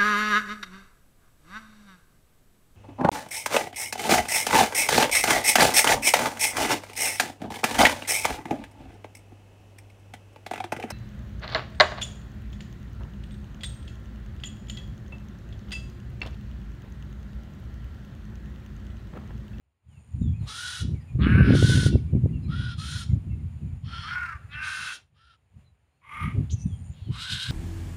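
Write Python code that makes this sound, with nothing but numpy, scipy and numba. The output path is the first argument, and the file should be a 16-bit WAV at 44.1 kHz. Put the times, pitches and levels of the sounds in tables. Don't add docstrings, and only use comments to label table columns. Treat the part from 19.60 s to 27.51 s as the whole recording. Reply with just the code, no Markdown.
import sys
import numpy as np
from scipy import signal
from scipy.fft import rfft, irfft, next_fast_len
from scipy.io import wavfile
from scipy.ndimage import uniform_filter1d
from numba import njit

SR = 44100
rng = np.random.default_rng(int(sys.argv[2]) if len(sys.argv) > 2 else 0)


def dump_mix(stems):
    frames = np.atleast_2d(stems).T
    limited = np.clip(frames, -1, 1)
    pcm = np.round(limited * 32767).astype(np.int16)
    wavfile.write(sys.argv[1], SR, pcm)


def amplitude_ratio(level_db):
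    exponent = np.asarray(level_db, float) / 20
    return 10 ** exponent


N = 348831
T = np.arange(N) / SR


def unit(x):
    return x / np.sqrt(np.mean(x ** 2) + 1e-30)


def colour(x, points):
    n = next_fast_len(len(x) + 4096, True)
    n += n % 2
    hz, db = np.transpose(points)
    log_f = np.log(np.arange(n // 2 + 1) * SR / n + 1)
    log_gain = np.interp(log_f, np.log(hz), db) * np.log(10) / 20
    cepstrum = irfft(log_gain, n)
    cepstrum[1:n // 2] *= 2
    cepstrum[n // 2 + 1:] = 0
    return irfft(rfft(x, n) * np.exp(rfft(cepstrum)), n)[:len(x)]


def band(x, lo_hz, hi_hz):
    return signal.sosfilt(signal.butter(4, [lo_hz, hi_hz], "band", fs=SR, output="sos"), x)


@njit
def svf(x, hz, width):
    y, b, l = np.empty(len(x)), 0., 0.
    for i in range(len(x)):
        g, k = np.tan(np.pi * hz[i] / SR), width / hz[i]
        v = (b + g * (x[i] - l)) / (1 + g * (g + k))
        b, l, y[i] = 2 * v - b, l + 2 * g * v, k * v
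    return y


def walk(rate, size=N):
    k = int(SR / rate)
    steps = np.repeat(rng.standard_normal(size // k + 1), k)
    return unit(uniform_filter1d(uniform_filter1d(steps, k), k)[:size])


def effort(caw, manner, arc):
    start, length, top_hz, db, crest = caw
    attack, release, swell_db, fade_db = manner[:4]
    at = slice(int(start * SR), min(int((start + length) * SR), N))
    t, peak = T[at] - start, crest * length
    before = np.clip(1 - t / peak, 0, 1)
    after = np.clip((t - peak) / (length - peak), 0, 1)
    bend = 1.8
    throat_hz = top_hz * (1 - arc[0] * before ** bend - arc[1] * after ** bend)
    edge = np.interp(t, [0, attack, length - release, length], [1, 0, 0, 1])
    breath_db = db - 27 * edge ** 2
    push_db = np.interp(t, [attack, peak, length - release], [swell_db, 0, fade_db])
    return at, t, throat_hz, breath_db, push_db


def syrinx(caw, voice, arc, t, throat_hz):
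    rate_hz, glide, jitter, breath = voice[:4]
    n, done = len(t), t / caw[1]
    middle_hz = caw[2] / round(caw[2] / rate_hz)
    wander = np.exp(jitter * (1 + 5 * arc[5] * done) * walk(rate_hz, size=n))
    hz = middle_hz * (throat_hz / throat_hz.max()) ** glide * wander
    phase = np.cumsum(hz / SR)
    wraps = np.diff(np.floor(phase), prepend=0)
    weak_db = arc[3] * (np.floor(phase) % 2)
    pulses = unit(wraps * amplitude_ratio(walk(rate_hz, size=n) + weak_db))
    puffs = unit(np.exp(-(phase % 1) / .5) * rng.standard_normal(n))
    share = np.clip(breath + arc[5] * done, 0, 1)
    source = unit(np.sqrt(1 - share) * pulses + np.sqrt(share) * puffs)
    scatter = rng.standard_normal(900) * np.exp(-np.arange(900) / (.003 * SR))
    spectrum = rfft(scatter)
    scatter = irfft(spectrum / np.abs(spectrum) ** .82)
    source = unit(signal.fftconvolve(source, scatter)[:n])
    growl_hz = 38
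    growl = amplitude_ratio(arc[4] * np.cos(2 * np.pi * phase * growl_hz / rate_hz + walk(20, size=n)))
    return source, source * growl


def opening_bark(source, t):
    bark_s = .042
    bark = svf(source, 2620 + 2000 * np.exp(-t / bark_s), 450.0)
    snap = np.exp(-(2 * (t / bark_s - 1.2)) ** 2)
    settling = .18 * np.exp(-((t - .11) / .09) ** 2)
    return unit(band(bark, 2300, 4600)) * (snap + settling)


def crow(caws, upper, voice, manner, arc):
    width, skirt_db, echo = voice[4:]
    beak_db, rasp_db, press, bark_db = manner[4:]
    wing_hz, wing_s = 9.5, 7.62
    wall_lag = 210
    out = np.zeros(N)
    for caw in caws:
        at, t, throat_hz, breath_db, push_db = effort(caw, manner, arc)
        n = len(t)
        source, growling = syrinx(caw, voice, arc, t, throat_hz)
        skirt = unit(band(svf(growling, throat_hz, 440.0), 700, 2300))
        once = svf(source, throat_hz, width)
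        throat = unit(unit(svf(once, throat_hz, width)) + amplitude_ratio(skirt_db) * skirt)
        open_beak = colour(growling, upper)
        beak, rasp = band(open_beak, 1500, 3300), band(open_beak, 3050, 5500)
        rasp = rasp + band(open_beak, 5500, 14000) * amplitude_ratio(-5 * np.exp(-t / 0.075))
        beak = beak / np.std(band(beak, 1900, 3000))
        rasp = rasp / np.std(band(rasp, 3100, 7500))
        throat_level_db = push_db + .8 * walk(21, size=n)
        wing_db = arc[2] * np.cos(2 * np.pi * wing_hz * (T[at] - wing_s))
        rasp_level_db = rasp_db + (1.5 + press) * push_db + wing_db + 0.72 * walk(35, size=n)
        call = throat * amplitude_ratio(throat_level_db) + beak * amplitude_ratio(beak_db + 0.4 * push_db)
        call = call + rasp * amplitude_ratio(rasp_level_db) + opening_bark(source, t) * amplitude_ratio(bark_db)
        call = call * amplitude_ratio(breath_db)
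        call = call + echo * np.concatenate([np.zeros(wall_lag), call[:-wall_lag]])
        window = np.clip(np.minimum(t, caw[1] - t) / .02, 0, 1) ** .5
        out[at] += call * window / np.sqrt(1 + echo ** 2)
    return out


def near_crow():
    # (start t/s, length t/s, top throat resonance f/Hz, level/dB, crest as share of length 0-1)
    caws = [
        (.853, 0.4, 1440, -40.5, 0.51),
        (1.92, 0.393, 1511, -35, 0.48),
        (3.16, .305, 1424, -42.5, 0.6),
        (5.0, 0.39, 1510, -43.5, 0.38),
    ]
    # (f/Hz, gain/dB)
    upper = [(1060, -34.5), (1800, -6), (2340, -4), (2510, -4), (3860, -1), (5010, -10), (7110, -11.5),
             (8210, -17.5), (9230, -5.5), (9920, -13.5), (10800, -23.5), (13300, -30.5), (15400, -36)]
    # (pulse rate f/Hz, pitch glide 0-1, jitter 0-1, breath 0-1, throat width f/Hz, skirt level/dB, echo 0-1)
    voice = (480, 1, .048, .62, 200, -11.5, .37)
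    # (attack t/s, release t/s, swell/dB, fade/dB, beak level/dB, rasp level/dB,
    # extra rasp with effort [dB per dB], opening bark level/dB)
    manner = (.045, .05, -4, -3, -13, 0.5, -.6, -40)
    # (pitch rise 0-1, sag 0-1, wing throb/dB, weak pulse/dB, growl/dB, breath gained by the end 0-1)
    arc = (.18, .07, 0, -1, .5, 0)
    return crow(caws, upper, voice, manner, arc)


def tree_crow():
    # (start t/s, length t/s, throat f/Hz, level/dB, crest 0-1)
    caws = [
        (1.81, 0.21, 1474, -39, 0.67),
        (2.872, .29, 1482, -41.5, .52),
        (5.53, .25, 1381, -62, 0.53),
    ]
    # (f/Hz, gain/dB)
    upper = [(1060, -16.5), (1800, 9), (2230, -1), (2340, 0), (3590, -2), (4540, -12), (4970, -8.5),
             (6220, -24), (8140, -31), (9480, -16.5), (11000, -42.5), (15400, -46.5)]
    voice, manner, arc = (480, 1, .036, .58, 150, -13, .1), (.06, .04, -3.5, -2, -13, -7, -.6, -40), (.2, .08, 0, -1, .5, 0)
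    return crow(caws, upper, voice, manner, arc)


def gruff_crow():
    # (start t/s, length t/s, throat f/Hz, level/dB, crest 0-1)
    caws = [
        (1.58, .435, 1524, -30, .46),
    ]
    # (f/Hz, gain/dB)
    upper = [(1060, -23), (1800, 8.5), (2050, 6.5), (2300, 4), (2650, 1.5), (2950, -3.5), (3200, -21.5),
             (3700, -22), (4450, -31), (5430, -25), (7570, -36), (9480, -22), (11000, -28), (15400, -50)]
    voice, manner, arc = (191, 1, .009, .2, 340, -12, .05), (0.07, .09, -6.5, -6, -8, -30.5, -0.6, -10), (.26, .05, 0, -2, 1, .25)
    return crow(caws, upper, voice, manner, arc)


def far_crow():
    # (start t/s, length t/s, throat f/Hz, level/dB, crest 0-1)
    caws = [
        (4.88, 0.46, 1522, -33.5, .33),
    ]
    # (f/Hz, gain/dB)
    upper = [(1060, -22), (1800, 10), (2150, 3.5), (2700, 4.5), (3000, -13), (3300, -24), (3700, -21),
             (4450, -27), (5430, -19), (7570, -33), (9480, -23), (11000, -33.5), (15400, -50)]
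    voice, manner, arc = (300, .6, .007, .18, 300, -13, .05), (0.08, 0.01, -10, -7, -7, -27.5, -0.9, -12), (.16, .05, 0, -3, 1, .6)
    return crow(caws, upper, voice, manner, arc)


def deep_crow():
    # (start t/s, length t/s, throat f/Hz, level/dB, crest 0-1)
    caws = [
        (6.41, .35, 1232, -34.5, .67),
    ]
    # (f/Hz, gain/dB)
    upper = [(940, -18), (1650, -16), (1900, -5), (2120, 9), (2400, 0), (2750, -9), (3100, -11),
             (3500, -20), (4800, -33), (5910, -27), (7860, -49), (9150, -18), (10800, -21), (15400, -46)]
    voice, manner, arc = (305, .5, .03, .48, 190, -11, .05), (0.18, 0.1, -6.5, -7.5, -6.5, -22.5, -0.1, -38), (.16, .05, 0, -2, 2.5, 0)
    return crow(caws, upper, voice, manner, arc)


def flying_crow():
    # (start t/s, length t/s, throat f/Hz, level/dB, crest 0-1)
    caws = [
        (7.495, .545, 1529, -41.5, .45),
    ]
    # (f/Hz, gain/dB)
    upper = [(1060, -51.5), (1800, -5), (2420, 2.5), (3110, -3), (3440, -5.5), (3760, 0), (5680, -22),
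             (8900, -18.5), (14200, -40.5), (15400, -48)]
    voice, manner, arc = (530, .5, .08, .75, 300, -8, .1), (0.0846, 0.04, -3, -1.5, -11, 6, 1.5, -40), (.33, .02, 3.2, 0, 1, 0)
    return crow(caws, upper, voice, manner, arc)


def roof_crow():
    # (start t/s, length t/s, throat f/Hz, level/dB, crest 0-1)
    caws = [
        (4.222, .343, 1353, -43, .33),
    ]
    # (f/Hz, gain/dB)
    upper = [(1060, -23), (1800, 5), (2750, 4.5), (3280, 7), (3700, -2.5), (4000, -5.5), (4300, 2),
             (4750, -9), (5250, -2.5), (6560, -22.5), (8440, -25.5), (9400, -14.5), (11100, -38.5),
             (15400, -45.5)]
    voice, manner, arc = (540, .2, .05, .62, 130, -5, .05), (0.09, .03, -6.5, -2, -11.5, -5, -1, -40), (.25, .05, 0, -2, .5, 0)
    return crow(caws, upper, voice, manner, arc)


def arching_crow():
    # (start t/s, length t/s, throat f/Hz, level/dB, crest 0-1)
    caws = [
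        (4.415, .375, 1449, -29, .42),
        (4.775, .13, 1363, -50, .3),
    ]
    # (f/Hz, gain/dB)
    upper = [(620, -58), (1060, -27.5), (1400, -2), (1570, -1.5), (2780, -26), (3000, -45.5), (9730, -57.5),
             (15400, -65.5)]
    voice, manner, arc = (360, 1, .024, .5, 130, -13, .05), (0.0755, 0.0852, -9.5, -10, -15, -30.5, -1, -43.5), (.24, .24, 0, -4, 3.5, 0)
    return crow(caws, upper, voice, manner, arc)


def songbirds():
    # (start t/s, length t/s, first f/Hz, last f/Hz, level/dB)
    low_bird = [(1.33, 0.119, 2586, 1770, -66.5), (1.453, 0.077, 2700, 2373, -63),
                (2.312, 0.058, 2720, 2700, -54.5), (2.375, 0.0177, 2427, 2180, -63),
                (2.46, 0.0534, 2530, 2290, -71), (2.545, 0.032, 2550, 2170, -63),
                (2.641, 0.022, 2310, 2045, -71.5), (2.686, 0.029, 2090, 1990, -68),
                (2.729, 0.0596, 2844, 2660, -63), (2.829, 0.071, 2730, 2170, -66),
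                (3.49, 0.043, 2270, 2050, -67.5), (3.691, 0.077, 2720, 2640, -66.5),
                (3.713, 0.022, 2220, 2140, -66), (3.78, 0.042, 2184, 2050, -72),
                (4.002, 0.12, 2630, 2305, -71.5), (6.945, 0.137, 2720, 2600, -67.5)]
    # (start t/s, length t/s,
    # first f/Hz, last f/Hz, level/dB)
    high_notes = [(.28, 0.147, 3344, 2455, -75), (.61, 0.14, 3814, 3247, -65.5),
                  (.79, 0.094, 4415, 3425, -71), (1.4, 0.032, 5100, 4820, -70),
                  (2.82, 0.032, 5050, 5000, -75), (6.04, 0.082, 4120, 3950, -78.5),
                  (6.3, 0.11, 4100, 4346, -90), (6.84, 0.027, 3650, 3443, -71),
                  (7.06, 0.122, 3755, 3080, -65), (7.34, 0.093, 3660, 3404, -78),
                  (7.429, 0.068, 3523, 2980, -63.5), (7.355, 0.091, 3150, 2500, -73),
                  (7.4, .09, 4440, 4250, -73.5), (7.495, 0.077, 3078, 2940, -59)]
    # (start t/s, length t/s, f/Hz at both ends, middle f/Hz, level/dB)
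    arched = [
        (0.716, 0.1015, 2085, 2520, -66),
        (2.818, 0.072, 4440, 4000, -67.5),
        (6.917, 0.031, 6190, 6110, -44.5),
        (6.96, 0.0525, 6140, 5890, -58),
        (7.013, 0.027, 5980, 5970, -53.5),
        (7.05, 0.073, 6050, 6220, -83),
    ]
    slide_left = 0.35
    notes = [(s, n, a, b + slide_left * (a - b), b, db) for s, n, a, b, db in low_bird + high_notes]
    notes += [(s, n, a, b, a, db) for s, n, a, b, db in arched]
    buzz_hz, flutter_db = 55, 3.5
    out = np.zeros(N)
    for start, length, first_hz, middle_hz, last_hz, db in notes:
        u = np.arange(int(length * SR)) / (length * SR)
        curve = np.polyfit([0, .5, 1], [first_hz, middle_hz, last_hz], deg=2)
        hz = np.polyval(curve, u) + buzz_hz * walk(1500, size=len(u))
        shape = np.sin(np.pi * u) ** .6 * amplitude_ratio(flutter_db * walk(70, size=len(u)))
        a = int(start * SR)
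        out[a:a + len(u)] += amplitude_ratio(db) * np.sqrt(2) * shape * np.sin(2 * np.pi * np.cumsum(hz) / SR)
    return out


def chirps():
    # (start t/s, length t/s, first f/Hz, last f/Hz, level/dB)
    buzzes = [
        (6.896, .03, 3000, 6100, -53),
        (6.905, .047, 6300, 6700, -48),
        (6.896, .042, 3250, 3520, -55),
        (6.995, .05, 5700, 6500, -58),
        (7.33, .18, 3300, 3700, -66),
    ]
    out = np.zeros(N)
    for start, length, first_hz, last_hz, db in buzzes:
        u = np.arange(int(length * SR)) / (length * SR)
        hz = np.interp(u, [0, 1], [first_hz, last_hz])
        buzz = svf(svf(rng.standard_normal(len(u)), hz, 1250.), hz, 1250.)
        a = int(start * SR)
        out[a:a + len(u)] += amplitude_ratio(db) * unit(buzz) * np.sin(np.pi * u ** .7) ** .5
    return out


def yard_echo(birds):
    t60_s, level_db = 0.34, -15.5
    n = SR // 2
    tail = svf(rng.standard_normal(n), np.full(n, 3600.), 5100.0) * amplitude_ratio(-60 * T[:n] / t60_s)
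    return signal.fftconvolve(birds, tail / np.linalg.norm(tail))[:N] * amplitude_ratio(level_db + background_db())


def trill(times, hz, width, rate_hz, sharp):
    strokes = (.5 + .5 * np.cos(2 * np.pi * rate_hz * T)) ** sharp
    centre = np.full(N, hz)
    hiss = unit(svf(svf(strokes * rng.standard_normal(N), centre, width), centre, width))
    level = np.zeros(N)
    for start, length, db in times:
        level += amplitude_ratio(db) * np.clip(np.minimum(T - start, start + length - T) / 0.013, 0, 1)
    return hiss * level


def insects():
    # (start t/s, length t/s, level/dB)
    low_trill = [
        (.28, 0.69, -77.5),
        (.51, 0.031, -76.5),
        (.6, 0.064, -72),
        (1.45, 0.33, -83),
        (3.44, 0.1205, -70),
        (3.9, 0.49, -83.5),
        (5.96, 0.18, -99),
        (7.07, 0.15, -70.5),
        (7.23, 0.129, -67),
        (7.35, 0.12, -81),
    ]
    # (start t/s, length t/s, level/dB)
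    high_trill = [
        (.28, 0.15, -78),
        (.41, 0.247, -77),
        (6.98, 0.332, -66),
    ]
    return trill(low_trill, 6980.0, 470.0, 110, 1.0) + trill(high_trill, 8910.0, 510.0, 98.6, 2.2)


def gust_db():
    # (t/s, level/dB)
    breeze = [(0, -66), (.23, -82), (.5, -49.5), (1.1, -48.5), (1.47, -46.5), (1.57, -23), (1.92, -17),
              (2.3, -23.5), (2.47, -28.5), (3.3, -36.5), (4.2, -37.5), (4.6, -44), (5.1, -51.5),
              (5.42, -64), (6.45, -68), (6.55, -48.5), (6.86, -35), (7.36, -42.5), (7.85, -75)]
    # (arrival t/s, level/dB, hold t/s)
    gusts = [(0.287, -48, 0.092), (0.547, -34, 0.042), (0.628, -30.5, 0.108), (0.815, -31.5, 0.0094),
             (1.038, -47, 0.0025), (1.233, -27, 0.12), (2.336, -20.5, 0.0046), (2.526, -24, 0.047),
             (2.646, -22, 0.0203), (2.82, -33, 0.08), (3.519, -23.5, 0.02), (3.671, -33, 0.174),
             (4.027, -31.5, 0.036), (4.265, -32.5, 0.0087), (4.89, -43.5, 0.1267), (5.184, -45.5, 0.029),
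             (5.969, -46, 0.012), (6.633, -28.5, 0.053), (6.751, -23, 0.052), (6.931, -29, 0.023),
             (7.063, -28.5, 0.011), (7.492, -27, 0.0184), (7.726, -33, 0.0056), (7.9, -26.5, .05)]
    rise, fall = 401.5, 168
    t = T[::64]
    power = amplitude_ratio(2 * np.interp(t, *np.transpose(breeze)))
    for s, db, hold in gusts:
        below_db = rise * np.clip(s - t, 0, 1) + fall * np.clip(t - s - hold, 0, 1)
        power = power + amplitude_ratio(2 * (db - below_db))
    return np.interp(T, t, 10 * np.log10(power))


def buffets():
    # (t/s, peak level/dB, ring f/Hz, snap level/dB)
    eddies = [(0.615, -22, 187.6, -43), (1.249, -28, 190, -57.5), (1.553, -22.5, 97.6, -43),
              (1.592, -23.5, 121.5, -38), (1.665, -14, 239, -27), (1.754, -12, 117, -27.5),
              (1.805, -18, 134, -22.5), (1.844, -34, 166.2, -30), (1.903, -11.5, 151.8, -19),
              (1.934, -18, 117.9, -20.5), (1.949, -22, 180, -19), (2.024, -20, 105, -17.5),
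              (2.044, -11, 133.9, -28.5), (2.094, -23, 116, -26.5), (2.172, -23, 96, -28.5),
              (2.229, -26.5, 106, -31.5), (2.261, -14, 116.6, -23), (2.326, -29, 116, -33),
              (2.353, -12, 98.4, -21.5), (2.637, -17.5, 123.9, -37.5), (2.533, -18.5, 149.2, -32.5),
              (2.548, -21, 169.5, -34.5), (2.657, -18, 129.4, -26.5), (3.533, -18, 104.4, -57),
              (3.668, -30, 91, -62.5), (4.239, -27.5, 123.6, -71), (6.677, -27, 181, -58),
              (6.782, -18.5, 119.9, -57), (7.059, -19.5, 173, -55.5), (7.497, -37, 90, -69),
              (.545, -29, 89.8, -56), (.828, -29, 79.9, -67), (1.214, -30.5, 85.3, -48.5),
              (1.291, -29, 109.3, -44.5), (2.895, -23, 129, -63), (3.0, -29.5, 100, -51),
              (3.182, -27.5, 120.6, -62.5), (3.358, -29, 89.94, -62), (3.502, -20, 97, -60),
              (4.03, -32, 102, -68), (4.132, -28.5, 93.3, -59.5), (4.391, -33, 101, -62.5),
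              (4.755, -35.5, 79.4, -69), (4.851, -37, 88.4, -67), (4.952, -36, 102.4, -72),
              (6.935, -27, 84.2, -58), (7.135, -30, 94, -62), (7.3, -33.5, 84.5, -66),
              (7.423, -33.5, 86.7, -66.5), (7.9, -28.5, 111.1, -64)]
    out = np.zeros(N)
    t = np.arange(-1500, 1500) / SR
    for s, db, hz, snap_db in eddies:
        a = int(s * SR) - 1350
        thump = amplitude_ratio(db + 5.0) * np.exp(-(t * hz / 0.774) ** 2) * np.cos(2 * np.pi * hz * t + 0.49)
        u = np.abs(t) / 0.00059
        snap = amplitude_ratio(snap_db + 11.0) * (1 + u) * np.exp(-u) * np.sin(2 * np.pi * 300 * t)
        out[a:a + len(t)] += (thump + snap)[:N - a]
    return out


def wind():
    # (f/Hz, gain/dB)
    wind_colour = [(13, -53), (22, -21.5), (32, -18.5), (50, -7.5), (68, 4), (140, 3.5), (199, -6),
                   (354, -17), (457, -28), (511, -33), (1000, -53.5), (1300, -76.5), (2200, -120)]
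    level_db = gust_db()
    throb = amplitude_ratio(4.0 * np.tanh(walk(22)))
    rumble = colour(throb * rng.standard_normal(N), wind_colour)
    slow_power = uniform_filter1d(uniform_filter1d(rumble ** 2, size=4000), size=4000)
    rumble = rumble / np.sqrt(slow_power)
    upper_db = 0.18 * (level_db + 23.5)
    body = unit(band(rumble, 41, 99.73)) + amplitude_ratio(upper_db) * unit(band(rumble, 110.5, 240.3))
    edge = band(rumble * throb, 240, 1500)
    edge = edge / np.std(band(edge, 260, 600))
    edge_db = -18.0 + 1.03 * (level_db + 28.0)
    return amplitude_ratio(level_db - 3.5 + 2.1 * walk(14)) * (body + amplitude_ratio(edge_db) * edge) + buffets()


def background_db():
    # (start t/s, end t/s, gain/dB)
    spells = [
        (0.272, 0.47, -0.7),
        (0.48, 0.89, 2),
        (.85, 3.55, 4),
        (3.55, 4.23, 3),
        (4.25, 5.44, 3.5),
        (5.501, 6.9, -10.5),
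        (5.95, 6.05, -9),
        (6.49, 6.95, -.5),
        (6.95, 8.9, 3.5),
    ]
    quiet_db, slew_s = -18.5, 0.12
    db = np.full(N, quiet_db)
    for spell_start, spell_end, gain_db in spells:
        db += (T > spell_start) * (T < spell_end) * (gain_db - quiet_db)
    return uniform_filter1d(db, int(slew_s * SR))


def garden():
    # (f/Hz, gain/dB)
    leaf_colour = [(290, -34), (500, -0.5), (758, 0.5), (1490, -6), (2680, -5.5), (3570, -13.5),
                   (4490, -16), (5810, -23.5), (6900, -15.5), (7850, -23.5), (8930, -13.5), (11600, -26.5),
                   (15400, -27.5)]
    hiss = unit(colour(rng.standard_normal(N), leaf_colour)) * amplitude_ratio(.7 * walk(1.9))
    town = amplitude_ratio(-5.5) * unit(band(rng.standard_normal(N), 190, 460))
    cricket = amplitude_ratio(-19.0) * unit(band(rng.standard_normal(N), 6960, 7180))
    return (hiss + town + cricket) * amplitude_ratio(-67.5 + background_db())


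def scene():
    birds = near_crow() + tree_crow() + gruff_crow() + far_crow()
    birds += deep_crow() + flying_crow() + roof_crow() + arching_crow()
    birds += songbirds() + chirps()
    return (birds + yard_echo(birds) + insects() + wind() + garden())[None]


def band_limit(x):
    return signal.sosfilt(signal.butter(12, 15550, fs=SR, output="sos"), x)


def record(dry):
    return band_limit(dry)


dry = scene()
out = record(dry)
dump_mix(out)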